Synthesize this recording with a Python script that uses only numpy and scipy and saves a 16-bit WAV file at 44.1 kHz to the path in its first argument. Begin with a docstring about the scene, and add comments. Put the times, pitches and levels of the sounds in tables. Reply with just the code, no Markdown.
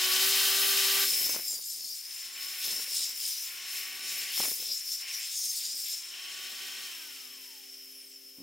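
"""A wet tile saw runs free, grinds through a sheet of small mosaic tiles, is switched off and coasts down.
Grit noise and a pitched rasp make the grinding; driven resonances make the steel blade ring.
Sine waves tied to the rotor make the motor whine, which sags as each tile loads it.
Spray and mist are noise with tiny impacts, flung off the rim and caught by the guard.
The sliding tray rumbles and bumps on its rails, and the water pump hums underneath."""
import sys
import numpy as np
from scipy import signal
from scipy.fft import rfft, irfft, next_fast_len
from scipy.io import wavfile
from scipy.ndimage import map_coordinates

SR = 44100
rng = np.random.default_rng(int(sys.argv[2]) if len(sys.argv) > 2 else 0)


def store_pcm(level_fs):
    """Save levels as 16-bit WAV."""
    pcm = np.round(np.clip(level_fs, -1, 1) * 32767).astype(np.int16)
    wavfile.write(sys.argv[1], SR, np.atleast_2d(pcm).T)


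N = 371410
T = np.arange(N) / SR  # time of each sample, s
FULL_SPEED = 383  # reference rotor speed, turns per second
BLADE_GEARING = 6.7  # rotor turns per blade turn

# how far the rim is in the tile: t/s, depth (0-1)
IN_TILE = [(.92, 0), (1.05, .85), (5.95, .88), (6.1, 0.1)]
# how squeals and crunches swell: attack/s, easing/(dB per s), time to fall 60 dB/s
FLARE_SHAPE = (.04, 2, .13)

# Every "..._law" table below holds one part's level:
# level running free/dB, extra during the loud opening/dB, fade of that extra/s,
# change at full load/dB, exponent of the load (no unit), change at standstill/dB


def amp(db):
    """Turn decibels into a gain."""
    return 10 ** (np.asarray(db) / 20)


def unit(x):
    """Scale a signal to rms 1."""
    return x / np.sqrt(np.mean(x ** 2) + 1e-20)


def along(points, hz):
    """Read a table of f/Hz, value on a logarithmic frequency axis."""
    f, value = np.transpose(points)
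    return np.interp(np.log(hz + 1), np.log(f + 1), value)


def curves(rows):
    """Draw straight lines through a timed table: one curve per column after the time."""
    s, *columns = np.transpose(rows)
    return [np.interp(T, s, column) for column in columns]


def wobble(rate):
    """A smooth random curve with this many random points a second."""
    knots = rng.standard_normal(int(N * rate / SR) + 4)
    coarse = np.arange(0, N + 16, 16)  # a smooth curve needs only every 16th sample
    smooth = map_coordinates(knots, [coarse * rate / SR])
    return np.interp(np.arange(N), coarse, smooth)


def filtered(x, response):
    """Multiply the spectrum of x by a response that depends on frequency."""
    padded = next_fast_len(N + 8192)
    spectrum = rfft(x, padded) * response(np.fft.rfftfreq(padded, 1 / SR))
    return irfft(spectrum, padded)[..., :N]


def shaped(x, spectrum):
    """Filter x by a table of f/Hz, gain/dB."""
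    return filtered(x, lambda hz: amp(along(spectrum, hz)))


def coloured(x, spectrum):
    """Shape x by a spectrum and scale it to rms 1."""
    return unit(shaped(x, spectrum))


def white():
    """Two unrelated noises."""
    return rng.standard_normal((2, N))


def grains(per_second, share):
    """Two noises, a share of whose power comes as separate tiny impacts."""
    share = np.clip(share, 0, 1)
    smooth = white()
    impacts = unit(white() * (rng.random(N) < per_second / SR))
    return np.sqrt(1 - share) * smooth + np.sqrt(share) * impacts


def spread(pair, spectrum=((1, 0), (SR, 0)), wider_db=0):
    """Turn two unrelated signals into one coloured stereo sound whose middle has rms 1."""
    # stereo width: f/Hz, side level relative to the middle/dB
    width = [(40, -9), (120, -15), (400, -16), (1300, -24), (2800, -17), (5000, -19), (8500, -5.5)]

    def response(hz):
        mid_db = along(spectrum, hz)
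        return amp([mid_db, mid_db + along(width, hz) + wider_db])

    mid, side = filtered(pair, response)
    return np.array([mid + side, mid - side]) / np.std(mid)


def lean(x, left_db):
    """Make the left channel louder than the right by this many dB."""
    return x * amp([[left_db / 2], [-left_db / 2]])


def angle(hz):
    """Running phase of a moving frequency, in radians."""
    return 2 * np.pi * np.cumsum(hz) / SR


def ringing(hz, width_hz):
    """A resonance driven by noise that follows a moving frequency, rms 1."""
    pole = np.exp(-np.pi * abs(width_hz) / SR)
    a, b = signal.lfilter([1], [1, -pole], white())  # slow random swings of the ring
    phase = angle(hz)
    return unit(a * np.cos(phase) + b * np.sin(phase))


def partials(turn, orders, waver_db, slip):
    """Sines at multiples of a shaft angle, wavering in level and phase (slip in radians)."""
    total = 0
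    for multiple, db in orders:
        gain = amp(db + waver_db * wobble(14))
        start = 2 * np.pi * rng.random()
        total = total + gain * np.sin(multiple * turn + start + slip * wobble(45))
    return total


def level(law, state, events=0):
    """dB of one part: it follows the load and the run-down, and its events add their power."""
    free_db, open_db, fade_s, load_db, exponent, stopped_db = law
    load, slowed = state
    # the loud opening dies down from 1.04 s
    opening = np.exp(-np.maximum(T - 1.04, 0) / fade_s)
    steady = amp(free_db + open_db * opening + load_db * load ** abs(exponent) + stopped_db * slowed)
    return 10 * np.log10(steady ** 2 + events)


def swells(rows, shape):
    """Power of events (start/s, length/s, level/dB) that rise, ease off and die away."""
    attack_s, ease_db, t60 = shape
    power = np.zeros(N + SR)
    age = np.arange(SR) / SR
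    for start, length, db in rows:
        easing_db = ease_db * np.minimum(age, length)
        release_db = 60 * np.maximum(age - length, 0) / t60
        gain = np.minimum(age / attack_s, 1) * amp(db - easing_db - release_db)
        power[round(start * SR):][:SR] += gain ** 2
    return power[:N]


def pump(state):
    """The small water pump hums at its own steady speed, as a few wavering sines."""
    pump_law = (-70, 9.5, .2, -20, .7, 3)
    # hum tones: f/Hz, level/dB
    tones = [(265, -2.5), (306.8, -14.5), (393, -3), (530, -13)]
    gain = np.sqrt(2) * amp(level(pump_law, state))
    return gain * sum(amp(db + wobble(10)) * np.sin(2 * np.pi * hz * T + 0.32 * wobble(12)) for hz, db in tones)


def tray(state):
    """The tray's rollers judder over gritty rails and now and then bump: noise in low bands."""
    tray_law = (-74, 12, .3, -14, 1, -5)
    # shoves of the tray: start/s, length/s, level/dB
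    shoves = [(1.04, .35, -54), (1.43, .16, -63), (1.68, .25, -68), (2.6, .22, -59.5), (2.84, .42, -68),
              (3.95, .35, -64), (4.35, .13, -52), (4.5, .22, -63), (5.35, .55, -70), (6.2, .65, -69),
              (8.35, .07, -62)]
    # how a shove swells: attack/s, easing/(dB per s), time to fall 60 dB/s
    shove_shape = (.1, 2, .15)
    # sound of the rolling: f/Hz, level/dB per Hz
    rolling_spectrum = [(25, -36), (70, -31), (190, 6), (500, 5), (1100, -3), (8000, -52)]
    # bumps and rattles on the rails: t/s, level/dB
    knocks = [(1.268, -46), (1.296, -43), (1.348, -41), (1.363, -39), (1.392, -46), (1.462, -58),
              (1.53, -52), (1.593, -55), (2.652, -53), (2.676, -48), (2.728, -48), (2.773, -54),
              (2.797, -48), (2.88, -56), (2.92, -56), (3.006, -55), (4.378, -46), (4.403, -34.5),
              (4.435, -38), (4.454, -39.5), (4.482, -47), (4.517, -47), (4.625, -53), (5.399, -60),
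              (5.936, -59), (6.6, -62)]
    # sound of the bumps: f/Hz, level/dB per Hz
    rumble = [(30, -36), (100, -19), (180, 3), (450, 7.5), (700, 3), (1500, 0), (8000, -38)]
    rolling_db = level(tray_law, state, swells(shoves, shove_shape))
    rolling = amp(rolling_db + 1.8 * wobble(28)) * spread(grains(220, share=.35), rolling_spectrum)
    # each bump starts 3 ms before its peak, then falls 60 dB in 0.04 s
    bump_gain = sum(amp(db - 60 * abs(T - s) / 0.04) * (T > s - .003) for s, db in knocks)
    return rolling + bump_gain * spread(white(), rumble)


def thuds(ring_hz=275, t60=.06):
    """The hand takes hold of the tray: soft blows wake only its lowest ring, a fading sine."""
    # blows: t/s, peak level/dB
    blows = [(8.385, -45), (8.403, -43), (8.414, -44)]
    ages = [(np.maximum(T - s, 0), db) for s, db in blows]
    return sum(amp(db - 60 * age / t60) * np.sin(2 * np.pi * ring_hz * age) for age, db in ages)


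def rotor():
    """Rotor speed, load (1 = heavy cut) and share of the speed lost after switch-off."""
    # motor under power, sagging where the cut is heavy: t/s, speed/(turns per second)
    powered_speed = [(0, 370), (.32, 391), (1.01, 393), (1.29, 374), (1.41, 359), (1.5, 355), (1.6, 338),
                     (1.68, 336), (1.75, 327), (1.87, 330), (1.96, 319), (2.1, 343), (2.55, 379),
                     (2.92, 365), (3.06, 351), (3.45, 345), (3.67, 372), (4.02, 383), (4.38, 377),
                     (4.53, 360), (4.85, 349), (5.2, 363), (5.47, 334), (5.62, 341), (5.99, 343),
                     (6.2, 370), (6.6, 384)]
    off_s, coast_s = 6.835, 1.5  # switch-off time; time constant of the drag
    friction = 155  # dry friction, turns per second
    full_load_sag = 50  # turns per second lost in a heavy cut
    spin_lag_s = .1  # the rotor's inertia: its speed follows the load this much later
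    powered, = curves(powered_speed)
    speed = (powered + friction) * np.exp(-np.maximum(T - off_s, 0) / coast_s) - friction
    sag = np.maximum(FULL_SPEED - np.interp(T + spin_lag_s, T, powered), 0)
    return speed, sag / full_load_sag, 1 - speed / powered


def dips():
    """dB by which spray, air and motor overtones dip."""
    # spells of quieter sound: start/s, length/s, change/dB
    spells = [(1.05, .07, -3), (1.41, .66, -6.5), (2.07, .28, -3), (3.15, .33, -1.5), (4.52, .48, -6),
              (5.36, .77, -4.5)]
    total = 0
    for start, length, db in spells:
        inside = np.minimum(T - start, start + length - T)
        total = total + db * np.clip(inside / .025 + .5, 0, 1)  # 25 ms edges
    return total


def motor(speed, turn, state, spray_db):
    """Rotor hum, gear and fan whine as sines through the housing, and cooling air as noise."""
    hum_law = (-65, 23.3, .1, -13, 1, -10)
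    overtone_law = (-58, 15.5, .04, -18, 1.2, -48)
    gear_law = (-59.5, 8, .1, -22, .7, -22)
    air_law = (-56.2, 15.2, .035, -10, 1.5, -23)
    # rotor imbalance: multiple of the rotor speed (no unit), level/dB
    low_orders = [(1, -4.5), (2, -11), (3, -3.2)]
    # fan and bearings: multiple of the rotor speed (no unit), level/dB
    high_orders = [(3.89, -14), (4, -15.5), (6, -19), (7, -13.5), (8, -10), (9.77, -10), (11, -9)]
    # the motor housing favours one band: f/Hz, gain/dB
    housing = [(500, -18), (780, -4), (1330, -4.5), (1510, 0), (1750, 0)]
    # sound of the cooling air: f/Hz, level/dB per Hz
    air_spectrum = [(50, -60), (120, -56), (220, -19), (600, -11.5), (1000, -5), (1500, -0.5), (2000, 1),
                    (3000, -23), (6000, -58)]
    air_db = level(air_law, state)
    hum = amp(level(hum_law, state)) * partials(turn, low_orders[:1], waver_db=1, slip=0.07)
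    overtone_gain = amp(level(overtone_law, state) + dips())
    hum = hum + overtone_gain * partials(turn, low_orders[1:], waver_db=1.5, slip=0.07)
    hum = shaped(hum, [(150, -35), (230, 0)])  # the housing radiates no deep bass
    # the gears run looser as the rotor coasts
    gear = partials(turn, [(4.9, 0)], waver_db=1.5, slip=.3 + state[1])
    gear = np.sqrt(2) * amp(level(gear_law, state)) * gear
    fan = partials(turn, high_orders, waver_db=2, slip=.35)
    whine = amp((air_db + spray_db) / 2 + 3.8 - 5 * state[0]) * (speed / FULL_SPEED) ** 3 * fan
    air = amp(air_db + dips() - 1.2) * spread(white(), air_spectrum, wider_db=5)
    return hum + shaped(gear + whine, housing) + air


def last_whistles(turn):
    """Late in the run-down a thin whistle slides down and drive ripple chirps through a blade mode."""
    level_db, = curves([(7.6, -88), (7.82, -64), (8.0, -55), (8.15, -62), (8.24, -88)])
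    # drive ripple: multiples of the rotor speed (no unit)
    ripple_orders = [38, 42, 46, 56, 78]
    whistle = np.sin(106 * turn + .8 * wobble(300))
    ripple = sum(np.sin(k * turn + .6 * wobble(260)) for k in ripple_orders)
    # the mode picks out each ripple as it slides past
    chirps = shaped(ripple, [(4700, -50), (5230, 0), (5700, -12), (7500, -45)])
    return amp(level_db + 1.5) * whistle + amp(-45) * chirps


def cut(state):
    """Every bite raises the grinding, throws mist and rings the blade: three levels in dB."""
    grind_law = (-48, 14.5, .1, -8, 1, -15.5)
    mist_law = (-49.3, 18, .2, -12, .6, -8.5)
    ring_law = (-47, 12, .15, -2, 1, -6)
    # one small tile after another: start/s, length/s, grinding level/dB,
    # mist over grinding/dB, blade ring over grinding/dB (before a small lift)
    bites = [(1.0, 0.31, -37, 4.5, 3.5), (1.37, 0.17, -41, -1, -1), (1.59, 0.15, -43, -3, 2),
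             (1.74, 0.23, -46, 0, 4), (2.0, 0.22, -48.5, 0, 6), (2.33, 0.22, -49, 5, 6),
             (2.54, 0.27, -42, 3, 4), (2.84, 0.2, -37.5, -4, 3), (3.11, 0.22, -40.5, -1, 3),
             (3.34, .09, -44, 3, -3), (3.63, 0.17, -43.5, 1, 1), (3.99, 0.24, -42, -1, 1),
             (4.28, 0.22, -37.5, 2.5, 1.5), (4.53, 0.24, -43, -1, 5), (4.8, 0.15, -42, -2, 6),
             (5.04, 0.22, -43.5, -3, 4), (5.27, 0.39, -38, -6, -1), (5.69, 0.24, -41, -3, 2)]
    # how a bite swells: attack/s, easing/(dB per s), time to fall 60 dB/s
    bite_shape = (.11, 5, .7)
    start, length, grind_db, mist_db, ring_db = np.transpose(bites)
    parts = [(grind_law, grind_db), (mist_law, grind_db + mist_db), (ring_law, grind_db + ring_db + .3)]
    return [level(law, state, swells(zip(start, length, db), bite_shape)) for law, db in parts]


def water(spray_db, mist_db):
    """The rim flings drops at the guard and tears them into mist; on the tile they sound lower and splash."""
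    # spray in the open: f/Hz, level/dB per Hz
    spray_spectrum = [(700, -57), (1450, -17.5), (1950, -6), (2600, 0.5), (3100, 2), (3550, -9.5),
                      (5200, -18), (14000, -37)]
    # spray and splashes on the tile: f/Hz, level/dB per Hz
    slosh = [(1000, -47), (1550, -11), (2150, 1.5), (3100, -0.5), (4000, -21), (9000, -41)]
    # fine mist: f/Hz, level/dB per Hz
    mist_spectrum = [(5000, -57), (9000, 0), (10500, -0.5), (11700, 2.5), (13200, 3.5), (13800, 3),
                     (14500, -2), (15400, 4.5), (16000, -2)]
    # pooled water caught by the rim: start/s, length/s, level/dB
    splashes = [(1.0, .36, -46), (2.5, .34, -52), (3.66, .22, -49), (4.03, .42, -43.5), (5.0, .19, -47.5)]
    # how a splash swells: attack/s, easing/(dB per s), time to fall 60 dB/s
    splash_shape = (.1, 3, .6)

    def drops(spectrum, wider_db=0):
        return spread(grains(2200, share=0.27), spectrum, wider_db)

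    on_tile = np.clip(curves(IN_TILE)[0], 0, 1) * 2 / 3
    # the guard's resonance climbs as tile closes it
    guard_ring = ringing(3080 + 700 * on_tile, width_hz=170)
    guard = amp(-4) * (1 - on_tile) ** 1.8 * spread(guard_ring, [(500, -40), (2500, 0)])
    spray = np.sqrt(1 - on_tile) * drops(spray_spectrum, wider_db=11) + np.sqrt(on_tile) * drops(slosh) + guard
    splash = np.sqrt(swells(splashes, splash_shape)) * drops(slosh)
    spray = amp(wobble(35)) * (amp(spray_db - 0.4) * spray + splash)
    mist = amp(mist_db + 0.6 + wobble(40)) * drops(mist_spectrum)
    return lean(spray, left_db=0.6) + lean(mist, left_db=1.7)


def crunches():
    """The rim digs into a wet edge: a broad band of crushed grit climbs from 3000 to 4000 Hz."""
    # crunches: start/s, length/s, level/dB
    digs = [(2.6, .11, -43.5), (2.91, .12, -47), (3.17, .2, -49), (4.3, .14, -42), (4.56, .17, -47.5),
            (5.2, .14, -49), (5.58, .08, -47), (5.83, .11, -47.5)]
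    climb = []
    for start, length, db in digs:
        climb += [(start, 3000), (start + length, 4000)]
    hz, = curves(climb)
    band = spread(ringing(hz, width_hz=1100), [(1000, -30), (2500, 0), (4300, 0), (7000, -20)])
    return np.sqrt(swells(digs, FLARE_SHAPE)) * band


def squeals(turn):
    """The blade locks on to single multiples of the rotor speed, shaken once per blade turn."""
    # squeals: start/s, length/s, level/dB, multiple of the rotor speed (no unit)
    locks = [(1.27, .09, -44, 17), (1.44, .14, -43, 14), (1.44, .12, -48, 23), (1.6, .15, -44, 15),
             (1.62, .12, -50, 25), (1.83, .12, -43, 15), (2.62, .09, -41, 14), (2.93, .12, -43, 14),
             (3.27, .16, -46, 17), (5.33, .2, -42.5, 19), (5.35, .12, -43, 17), (5.54, .41, -48, 14)]
    shake = .6 * np.sin(turn / BLADE_GEARING) + .5 * wobble(130)
    tones = sum(np.sqrt(2 * swells([row], FLARE_SHAPE)) * np.sin(round(k) * turn + shake) for *row, k in locks)
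    return lean(tones * amp(2 * wobble(90)), left_db=2.5)  # grit roughens the tones


def rasp(turn):
    """Drive ripple repeats the scrape every rotor turn; blade runout swings it into a rough stack of tones."""
    swung = turn + .045 * np.sin(turn / BLADE_GEARING)
    stack = partials(swung, [(k, 0) for k in range(10, 31)], waver_db=5, slip=.45)
    return stack * (1 + .45 * wobble(260))


def blade(speed, turn, contact, scrape_db, ring_db):
    """Water keeps the main mode singing; tile makes it squeal and wakes modes that rise with the spin."""
    # main mode drifting a little: t/s, f/Hz
    main_mode = [(0, 5175), (1.3, 5200), (4, 5290), (6.8, 5340), (8, 5260)]
    # pitched squeal of the main mode: f/Hz, level/dB per Hz
    squeal_spectrum = [(2000, -50), (4200, -10), (4800, -3), (5250, 5), (5800, -3), (9000, -55)]
    # modes in the cut: f at reference speed/Hz, rise/(Hz per rotor turn a second), width/Hz, level/dB
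    cut_modes = [(5325, 2, 30, -6), (7270, 2, 22, -9.5), (9700, 3.5, 40, -8.5), (12880, 4.5, 35, -7),
                 (15480, 3, 200, -12)]
    # mode that sings while the rim runs free: f/Hz, width/Hz, level against the ring level/dB
    free_hz, free_width_hz, free_db = (11520, 50, -17)
    main_hz = curves(main_mode)[0] + 20 * wobble(3)
    pair = np.array([ringing(main_hz, width_hz=102), ringing(main_hz, width_hz=280)])
    sing = spread(pair, [(2500, -14.5), (4800, -7.5), (5800, -3), (10000, -28)])
    # firmer contact turns the singing into a squeal
    pitched = np.clip(.8 * contact ** 2, 0, .55)
    main = amp(ring_db - 1.5) * np.sqrt(1 - pitched) * sing
    main = main + amp(ring_db) * np.sqrt(pitched) * coloured(rasp(turn), squeal_spectrum)
    modes = 0
    for hz, slope, width_hz, db in cut_modes:
        moving_hz = hz + slope * (speed - FULL_SPEED)
        modes = modes + amp(db + 1.6 * wobble(14)) * ringing(moving_hz, width_hz)
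    modes = shaped(modes, [(2000, -40), (4600, 5)])
    free_ring = coloured(ringing(np.full(N, free_hz), free_width_hz), [(2000, -40), (9000, 0)])
    main = main + amp(ring_db + free_db) * (1 - contact) ** 4 * free_ring
    return lean(main + amp(scrape_db - 1.0) * np.sqrt(np.abs(contact)) * modes, left_db=2.9)


def grinding(turn, contact, grind_db, spray_db):
    """Diamond grit scrapes the tile; firm contact turns hiss into a pitched rasp."""
    # sound of the scraping: f/Hz, level/dB per Hz
    grind_spectrum = [(2000, -53), (3800, -18), (4700, 0), (6400, 2), (7600, 1), (9300, -2), (10500, -8.5),
                      (14000, -40)]
    # hiss of the slurry: f/Hz, level/dB per Hz
    hiss = [(1500, -63), (2800, -11), (3600, 0.5), (4250, 0.5), (4800, -1.5), (5800, -11.5), (10000, -34)]
    pitched = np.clip(1.05 * contact ** 2, 0, .7)
    scrape = np.sqrt(1 - pitched) * spread(grains(2500, share=0.25), grind_spectrum)
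    scrape = scrape + np.sqrt(pitched) * coloured(rasp(turn), grind_spectrum)
    # wet slurry hisses with both the grinding and the flow of water
    slurry_db = 0.74 * grind_db + .5 * spray_db + 9.3 - 1.5 * contact
    slurry = amp(slurry_db) * spread(grains(2000, share=0.16), hiss)
    # the geared-down blade is slightly out of round and bites once per turn
    bite = 1 + 0.11 * contact * np.sin(turn / BLADE_GEARING)
    bite = bite * amp((1.02 + contact) * wobble(35))
    return bite * (amp(grind_db + 0.46) * lean(scrape, left_db=0.1) + lean(slurry, left_db=1.9))


def scene():
    """All parts of the saw, most of them tied to the turning rotor."""
    spray_law = (-46.5, 10.5, .08, -7.5, 1.4, -20.5)
    speed, *state = rotor()  # state: load, share of speed lost
    in_tile, = curves(IN_TILE)
    # the harder the rim presses into the tile, the further the motor sags
    contact = np.clip(in_tile * (.4 + .55 * state[0]), 0, 1)
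    turn = angle(speed)
    grind_db, mist_db, ring_db = cut(state)
    spray_db = level(spray_law, state) + dips()
    mix = pump(state) + tray(state) + thuds()
    mix = mix + motor(speed, turn, state, spray_db) + last_whistles(turn)
    mix = mix + water(spray_db, mist_db) + crunches() + squeals(turn)
    mix = mix + blade(speed, turn, contact, (grind_db + mist_db) / 2, ring_db)
    return mix + grinding(turn, contact, grind_db, spray_db)


def record(dry):
    """The microphone loses the deepest bass (below about 70 Hz); nothing is kept from 15850 Hz up."""
    return filtered(dry, lambda hz: (hz < 15850) * hz ** 2 / (hz ** 2 + 70 ** 2))


dry = scene()
out = record(dry)
store_pcm(out)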